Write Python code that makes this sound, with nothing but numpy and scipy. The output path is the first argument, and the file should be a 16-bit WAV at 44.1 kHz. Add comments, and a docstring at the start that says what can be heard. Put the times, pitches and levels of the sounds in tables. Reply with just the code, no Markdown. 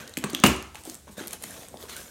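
"""Hands and sleeves brush a cardboard box in a small room, over a low rumble: noise shaped stroke by stroke.
Packing tape is pulled off and lets go in small snaps, short gritty pings that tug the panels into bumps.
It then tears free in a burst of noise with one sharp knock, which rings the box and the table under it.
More strokes, snaps and bumps follow as the flaps scrape, crinkle and bump while they are pulled open."""
import sys
import numpy as np
from scipy import signal
from scipy.fft import rfft, irfft, next_fast_len
from scipy.io import wavfile
from scipy.ndimage import uniform_filter1d, map_coordinates

SR = 44100
rng = np.random.default_rng(int(sys.argv[2]) if len(sys.argv) > 2 else 0)


def transcribe(signal):
    """Save signal, clipped to [-1, 1], as a 16-bit WAV file at the path in sys.argv[1]."""
    frames = np.atleast_2d(signal).T
    limited = np.clip(frames, -1, 1)
    pcm = np.round(limited * 32767).astype(np.int16)
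    wavfile.write(sys.argv[1], SR, pcm)


N = 92610  # samples: 2.1 s

KNOCK_S = 0.4395  # when the box and table start to ring
PANEL_CUT_HZ = 115  # small panels radiate little below this


def amp(db):
    """Decibels to gain."""
    return 10 ** (np.asarray(db) / 20)


def unit(x):
    """x scaled to an average (rms) level of 1."""
    return x / np.sqrt(np.mean(x ** 2) + 1e-20)


def along(points, hz):
    """Read a value between (frequency, value) points on a log frequency axis."""
    f, v = np.transpose(points)
    return np.interp(np.log(hz + 1), np.log(f + 1), v)


def since(start_s):
    """Seconds since start_s, zero before it."""
    return np.maximum(np.arange(N) / SR - start_s, 0)


def fade(t, t60):
    """Decay that loses 60 dB in t60 seconds."""
    return np.exp(-np.log(1000) * t / t60)


def filtered(x, gain):
    """x times a gain that depends on frequency."""
    size = next_fast_len(len(x) + 8192)  # padded so the end does not wrap onto the start
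    spectrum = rfft(x, size) * gain(np.fft.rfftfreq(size, 1 / SR))
    return irfft(spectrum, size)[:len(x)]


def low_cut(x, hz):
    """Second-order high-pass: weakens what lies below hz."""
    return signal.sosfilt(signal.butter(N=2, Wn=hz, btype="high", fs=SR, output="sos"), x)


def coloured(x, points):
    """x filtered by a table of levels over frequency, then set to rms 1."""
    return unit(filtered(x, lambda hz: amp(along(points, hz))))


def noise(points):
    """Fresh noise with the given spectrum, at rms 1."""
    return coloured(rng.standard_normal(N), points)


def wobble(rate):
    """A smooth random curve through rate random points a second."""
    return map_coordinates(rng.standard_normal(N // 20), [np.arange(N) * rate / SR], mode="wrap")


# How long the room rings: (frequency [Hz], t60 [s])
ROOM_DECAY = [(60, .5), (200, 0.33), (1000, 0.56), (2800, 0.48), (7000, 0.5), (15000, 0.2)]
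# Tone of the room's answer: (frequency [Hz], relative level [dB])
ROOM_COLOUR = [(60, 2.5), (300, -3), (3000, -3.5), (8000, -5), (16000, -5.5)]
ROOM_DELAY_S = 0.003


def in_room(x, wet_db):
    """x plus the room's answer: noise in which each frequency dies at its own speed."""
    hz, t, z = signal.stft(rng.standard_normal(SR // 2), SR, nperseg=256)
    decaying = z * fade(t, along(ROOM_DECAY, hz)[:, None])
    tail = signal.istft(decaying, SR, nperseg=256)[1]
    tail = filtered(tail / np.linalg.norm(tail), lambda f: amp(along(ROOM_COLOUR, f)))
    delayed = np.pad(tail, (int(ROOM_DELAY_S * SR), 0))
    return x + amp(wet_db) * signal.fftconvolve(x, delayed)[:N]


# Room rumble and faint hiss: (frequency [Hz], relative level [dB])
FLOOR_COLOUR = [(20, -32.5), (40, -17), (65, -3.5), (90, -2.5), (125, -12.5), (250, -11.5), (500, -22.5),
                (1500, -32), (5000, -30.5), (9000, -29), (16000, -38)]
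FLOOR_DB = -54


def room_floor():
    """Steady noise, strongest in the bass, is the sound of the quiet room."""
    return amp(FLOOR_DB) * noise(FLOOR_COLOUR)


RUB_PATCH_DB = 5  # the colour shifts as the contact moves over the cardboard


def patchy(x, depth_db):
    """x with short-lived resonances: small patches of time and pitch are made louder or softer."""
    z = signal.stft(x, nperseg=512)[2]
    field = rng.standard_normal(z.shape)
    field = uniform_filter1d(field, size=3, axis=0)  # smooth over pitch
    field = uniform_filter1d(field, size=7, axis=1)  # smooth over time
    return signal.istft(z * amp(depth_db * unit(field)), nperseg=512)[1][:N]


RUB_ROUGH_DB, RUB_ROUGH_HZ = 0.5, 109.9  # depth and rate of the uneven sliding
CRINKLE_SPREAD_DB, CRINKLE_DB = 3, -2.5  # spread of single crinkles; all of them against the sliding


def friction(colour, crinkles_per_s):
    """Uneven sliding noise with tiny crinkles, single random clicks, in it."""
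    happens = rng.random(N) < crinkles_per_s / SR
    sign = rng.choice([-1, 1], N)
    strength = amp(CRINKLE_SPREAD_DB * np.minimum(rng.exponential(size=N), 4))
    crinkles = coloured(happens * sign * strength, colour)
    sliding = unit(patchy(noise(colour), RUB_PATCH_DB))
    roughness = amp(RUB_ROUGH_DB * wobble(RUB_ROUGH_HZ))
    return unit((sliding + amp(CRINKLE_DB) * crinkles) * roughness)


# Rubbing strokes: (start [s], rise [s], hold [s], release t60 [s],
#                   panel level [dB], scrape level [dB], hiss level [dB])
RUB_STROKES = [(0, 0.0013, 0.0097, 0.49, -47.5, -44.5, -53), (0.068, 0.009, 0.16, 0.34, -61, -59, -71),
               (0.222, 0.0049, 0.2, 0.14, -48.5, -44, -80), (0.743, 0.0087, 0.02, 0.22, -56, -48.5, -53),
               (0.779, 0.0094, 0.027, 0.11, -60, -66, -53.5), (0.831, 0.038, 0.048, 0.3, -49.5, -52, -47.5),
               (1.07, 0.0041, 0.017, 0.19, -51, -55.5, -62.5), (1.107, 0.0044, 0.027, 0.2, -70, -59.5, -54),
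               (1.166, 0.013, 0.02, 0.52, -41.5, -42, -46), (1.292, 0.042, 0.0092, 0.14, -48, -46, -48.5),
               (1.391, 0.044, 0.067, 0.97, -52, -50.5, -47.5),
               (1.489, 0.078, .065, 0.28, -49, -50.5, -50.5), (1.677, 0.07, 0.034, 0.22, -48, -63.5, -59.5),
               (1.777, 0.04, 0.013, 0.5, -54, -50, -49), (1.879, 0.018, 0.034, 0.26, -55, -42, -45.5),
               (1.956, .008, 0.029, 0.67, -51, -47, -45)]
# Colours of the hollow panel, papery scrape and fine hiss: (frequency [Hz], relative level [dB])
PANEL_COLOUR = [(40, -39), (130, 0), (220, 5), (330, 1), (650, 3), (1100, -15.5), (2500, -46), (16000, -55)]
SCRAPE_COLOUR = [(100, -25), (500, -11), (1000, 0.5), (1600, 2), (2450, -3), (3300, -1), (4100, -3),
                 (4900, -14), (6500, -3.5), (16000, -67)]
HISS_COLOUR = [(300, -8), (2000, -25), (4000, -3), (5200, 1), (7000, 2), (9300, 4), (10500, 0),
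               (12000, 2.5), (16000, -8)]
# Average crinkle rate, one value each for panel, scrape and hiss: (rate [1/s])
CRINKLE_RATES = [300, 260, 1400]
RUB_ROOM_DB = -9.5


def rubbing():
    """Each stroke of hand, sleeve or flap drives the hollow panel, a papery scrape and a fine hiss."""
    powers = np.zeros((3, N))
    for start, rise, hold, release, *dbs in RUB_STROKES:
        shape = np.minimum(since(start) / rise, 1) * fade(since(start + rise + hold), release)
        powers += (amp(dbs)[:, None] * shape) ** 2  # overlapping strokes add as power
    colours = (PANEL_COLOUR, SCRAPE_COLOUR, HISS_COLOUR)
    dry_rub = sum(np.sqrt(power) * friction(colour, rate)
                  for power, colour, rate in zip(powers, colours, CRINKLE_RATES))
    return in_room(dry_rub, RUB_ROOM_DB)


def pings(rows, grit, width_oct, attack_s):
    """Each row is a short damped swing with noisy grit around its pitch."""
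    out, t = np.zeros(N + SR), np.arange(SR // 10) / SR
    for start, db, hz, t60 in rows:
        def near_pitch(f):
            return np.exp(-0.5 * (np.log2((f + 1) / hz) / width_oct) ** 2)

        rough = unit(filtered(rng.standard_normal(len(t)), near_pitch))
        swing = np.sin(2 * np.pi * hz * t) + grit * rough
        shape = fade(t, t60) * (1 - np.exp(-t / attack_s))
        out[int(start * SR):][:len(t)] += amp(db) * swing * shape
    return out[:N]


# Tape and crease snaps: (time [s], level [dB], pitch [Hz], ring t60 [s])
SNAP_CLICKS = [(.0072, -33, 11500, .002), (.077, -26, 3360, 0.0021), (.079, -34, 6100, 0.0028),
               (0.095, -30, 8800, 0.0021), (0.1384, -29, 4000, 0.0054), (0.171, -18, 2470, 0.011),
               (0.1728, -19, 7500, 0.0012), (0.1767, -8.5, 11600, 0.00067), (0.1867, -15, 10400, 0.00092),
               (0.2398, -18.5, 1570, 0.012), (0.2402, -10.5, 6400, 0.0013), (0.2445, -13.5, 8150, 0.0015),
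               (0.2991, -26, 4400, 0.0036), (.304, -22, 9700, 0.0013), (.3328, -24, 7500, 0.0028),
               (.3486, -14.5, 3430, 0.0075), (.3488, -16.5, 7870, 0.0025), (0.4007, -19.5, 6640, 0.0019),
               (0.4586, -18.5, 11550, 0.00206), (0.4627, -14, 8500, 0.0042), (0.4648, -9, 3000, 0.0044),
               (.4712, -5, 12800, 0.0014), (.5635, -30, 9450, 0.0068), (.626, -26, 6450, 0.0026),
               (0.7465, -19.5, 8800, 0.00053), (0.7555, -27, 2670, 0.0038), (0.837, -20, 8300, 0.00067),
               (0.853, -27, 8000, .003), (0.8981, -14.5, 6900, 0.0012), (0.9448, -27.5, 7860, 0.0028),
               (.9525, -23.5, 7870, 0.0019), (1.2731, -12, 12000, 0.0011), (1.2808, -19, 9700, 0.0018),
               (1.309, -21, 7700, 0.0016), (1.3226, -28, 9500, 0.0018), (1.3306, -12, 10100, 0.00071),
               (1.3331, -19, 9600, 0.0039), (1.3336, -27, 2420, 0.0027), (1.4246, -22.5, 10500, 0.0025),
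               (1.4357, -20, 9400, 0.0011), (1.4386, -15, 9200, 0.0012), (1.4397, -30, 2040, 0.012),
               (1.4414, -26, 9100, 0.0016), (1.5085, -30, 9500, 0.0038), (1.6856, -29.5, 8540, 0.0023),
               (1.7719, -37, 3520, 0.0057), (1.827, -33, 3960, 0.0032), (1.9647, -44, 3800, 0.0042),
               (1.966, -26, 9100, 0.0039), (1.967, -27.5, 1390, 0.0057)]
# Colour of the sheet that each snap shakes: (frequency [Hz], relative level [dB])
SHEET_COLOUR = [(100, -26.5), (400, -7), (1200, -6), (2400, -0.5), (4200, 5), (5500, -11.5), (9000, 4),
                (16000, -32.5)]
SNAP_GRIT, SNAP_WIDTH_OCT, SNAP_ROOM_DB = 0.67, 1.15, -4.5
SNAP_SHEET_DB, SHEET_T60_S = -13, 0.015
SHEET_HZ = 3270  # snaps pitched above this shake the sheet less


def snaps():
    """Stiff tape and creases buckle in single clicks; each briefly shakes the sheet around it."""
    shake_power = np.zeros(N)
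    for start, db, hz, _ in SNAP_CLICKS:
        t = since(start)
        shake = amp(db) * fade(t, SHEET_T60_S) * (t > 0) * np.minimum(1, SHEET_HZ / hz)
        shake_power += shake ** 2
    clicks = pings(SNAP_CLICKS, SNAP_GRIT, SNAP_WIDTH_OCT, attack_s=0.00003)
    sheet = amp(SNAP_SHEET_DB) * np.sqrt(shake_power) * noise(SHEET_COLOUR)
    return in_room(clicks + sheet, SNAP_ROOM_DB)


# Bumps of the cardboard panels: (time [s], level [dB], pitch [Hz], ring t60 [s])
PANEL_BUMPS = [(.1755, -19, 284, .03), (.2425, -18.5, 215, 0.049), (.243, -23.5, 372, 0.026),
               (.244, -25.5, 1144, 0.031), (.3335, -22.5, 309, 0.04), (.402, -29, 275, 0.032),
               (.4615, -10, 238, 0.035), (.481, -14.5, 256, 0.027), (.747, -32.5, 820, 0.017),
               (.856, -34.5, 710, 0.017), (.8745, -29.5, 326, 0.061), (1.078, -39.5, 290, 0.013),
               (1.0785, -36, 990, 0.012), (1.096, -40.5, 195, 0.062), (1.115, -52, 162, 0.057),
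               (1.2105, -21.5, 328, 0.025), (1.27, -50, 203, 0.11), (1.335, -39, 690, 0.038),
               (1.439, -35, 660, 0.026), (1.7422, -19, 645, 0.0069), (1.837, -31.5, 425, 0.029)]
BUMP_ATTACK_S, BUMP_GRIT, BUMP_WIDTH_OCT, BUMP_ROOM_DB = 0.00045, 0.23, 0.64, -2


def bumps():
    """Tugged or bumped panels swing briefly and die away."""
    swings = pings(PANEL_BUMPS, BUMP_GRIT, BUMP_WIDTH_OCT, BUMP_ATTACK_S)
    return in_room(low_cut(swings, PANEL_CUT_HZ), BUMP_ROOM_DB)


# The tape tears free: (time [s], level [dB], length before the fade [s])
TEAR_BURSTS = [(0.4374, -5.5, 0.0028), (0.462, -20, 0.0052), (0.469, -29, .002)]
# Colour of the tearing noise: (frequency [Hz], relative level [dB])
TEAR_SPECTRUM = [(60, -43), (500, -9.5), (1000, -4.5), (1400, 2.5), (1950, -11.5), (2400, 1.5), (2850, -1),
                 (3700, -10), (5500, -15.5), (7000, -12), (9500, -14.5), (11000, -22), (16000, -25)]
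TEAR_RISE_S, TEAR_T60_S, TEAR_ROOM_DB = 0.00062, 0.0058, -6.5


def tear():
    """The taut tape parts in a few milliseconds, then its loose end whips twice."""
    level = np.zeros(N)
    for start, db, length in TEAR_BURSTS:
        rise = np.minimum(since(start) / TEAR_RISE_S, 1)
        level += amp(db) * rise * fade(since(start + length), TEAR_T60_S)
    return in_room(level * noise(TEAR_SPECTRUM), TEAR_ROOM_DB)


def ringing(modes, attack_s):
    """Natural tones (modes) set off by the knock, each dying at its own speed."""
    t = since(KNOCK_S)
    tones = sum(amp(db) * np.sin(2 * np.pi * hz * t) * fade(t, t60) for hz, db, t60 in modes)
    return tones * (1 - np.exp(-t / attack_s))


# Natural tones of the box: (frequency [Hz], level [dB], t60 [s])
BOX_MODES = [(214.4, -11, 0.18), (238, -7, 0.029), (256, -12.5, 0.089), (336.3, -17.5, 0.19),
             (377, -19.5, 0.34), (470.7, -31, 0.26), (515, -27, .18), (718, -21, 0.13), (1103, -21, 0.082),
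             (1340, -28, 0.06), (1482, -28.5, 0.097), (2320, -30, 0.13), (2730, -29.5, 0.31),
             (2920, -28.5, 0.26)]
# Natural tones of the table: (frequency [Hz], level [dB], t60 [s])
TABLE_MODES = [(64.8, -24, 0.48), (79.2, -22.5, 0.34), (96, -31, 0.18), (132, -25, 0.36),
               (160.5, -32.5, .15)]
# Colour of the loose flaps and tape: (frequency [Hz], relative level [dB])
SHUDDER_COLOUR = [(40, -21.5), (130, -6), (220, 1), (400, -1), (600, -6.5), (900, -7.5), (1400, -10.5),
                  (1950, -9.5), (2750, -6), (3600, -15), (5500, -22), (7000, -18), (9500, -23),
                  (11000, -25), (16000, -27)]
BOX_ATTACK_S, BOX_ROOM_DB, TABLE_ATTACK_S = 0.0014, -12.5, 0.015
SHUDDER_DB, SHUDDER_T60_S, SHUDDER_ROOM_DB = -14, 0.25, -6


def knock():
    """The released box springs back: it rings, its flaps shudder and the table booms."""
    t = since(KNOCK_S)
    shudder = amp(SHUDDER_DB) * noise(SHUDDER_COLOUR) * fade(t, SHUDDER_T60_S) * (t > 0)
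    box = low_cut(ringing(BOX_MODES, BOX_ATTACK_S), PANEL_CUT_HZ)
    table = ringing(TABLE_MODES, TABLE_ATTACK_S)
    return in_room(box, BOX_ROOM_DB) + in_room(shudder, SHUDDER_ROOM_DB) + table


def scene():
    """All the handling over the room's low rumble."""
    return (snaps() + bumps() + tear() + knock() + rubbing() + room_floor())[None]


LOW_CUT_HZ, TOP_HZ = 20, 15850


def record(dry):
    """Thin the deepest bass, round off the highest peaks and keep nothing from the top limit up."""
    x = low_cut(dry[0], LOW_CUT_HZ)
    rounded = x / (1 + np.abs(x / 0.93) ** 6) ** (1 / 6)  # peaks level off towards 0.93
    return filtered(rounded, lambda hz: hz < TOP_HZ)[None]


dry = scene()
out = record(dry)
transcribe(out)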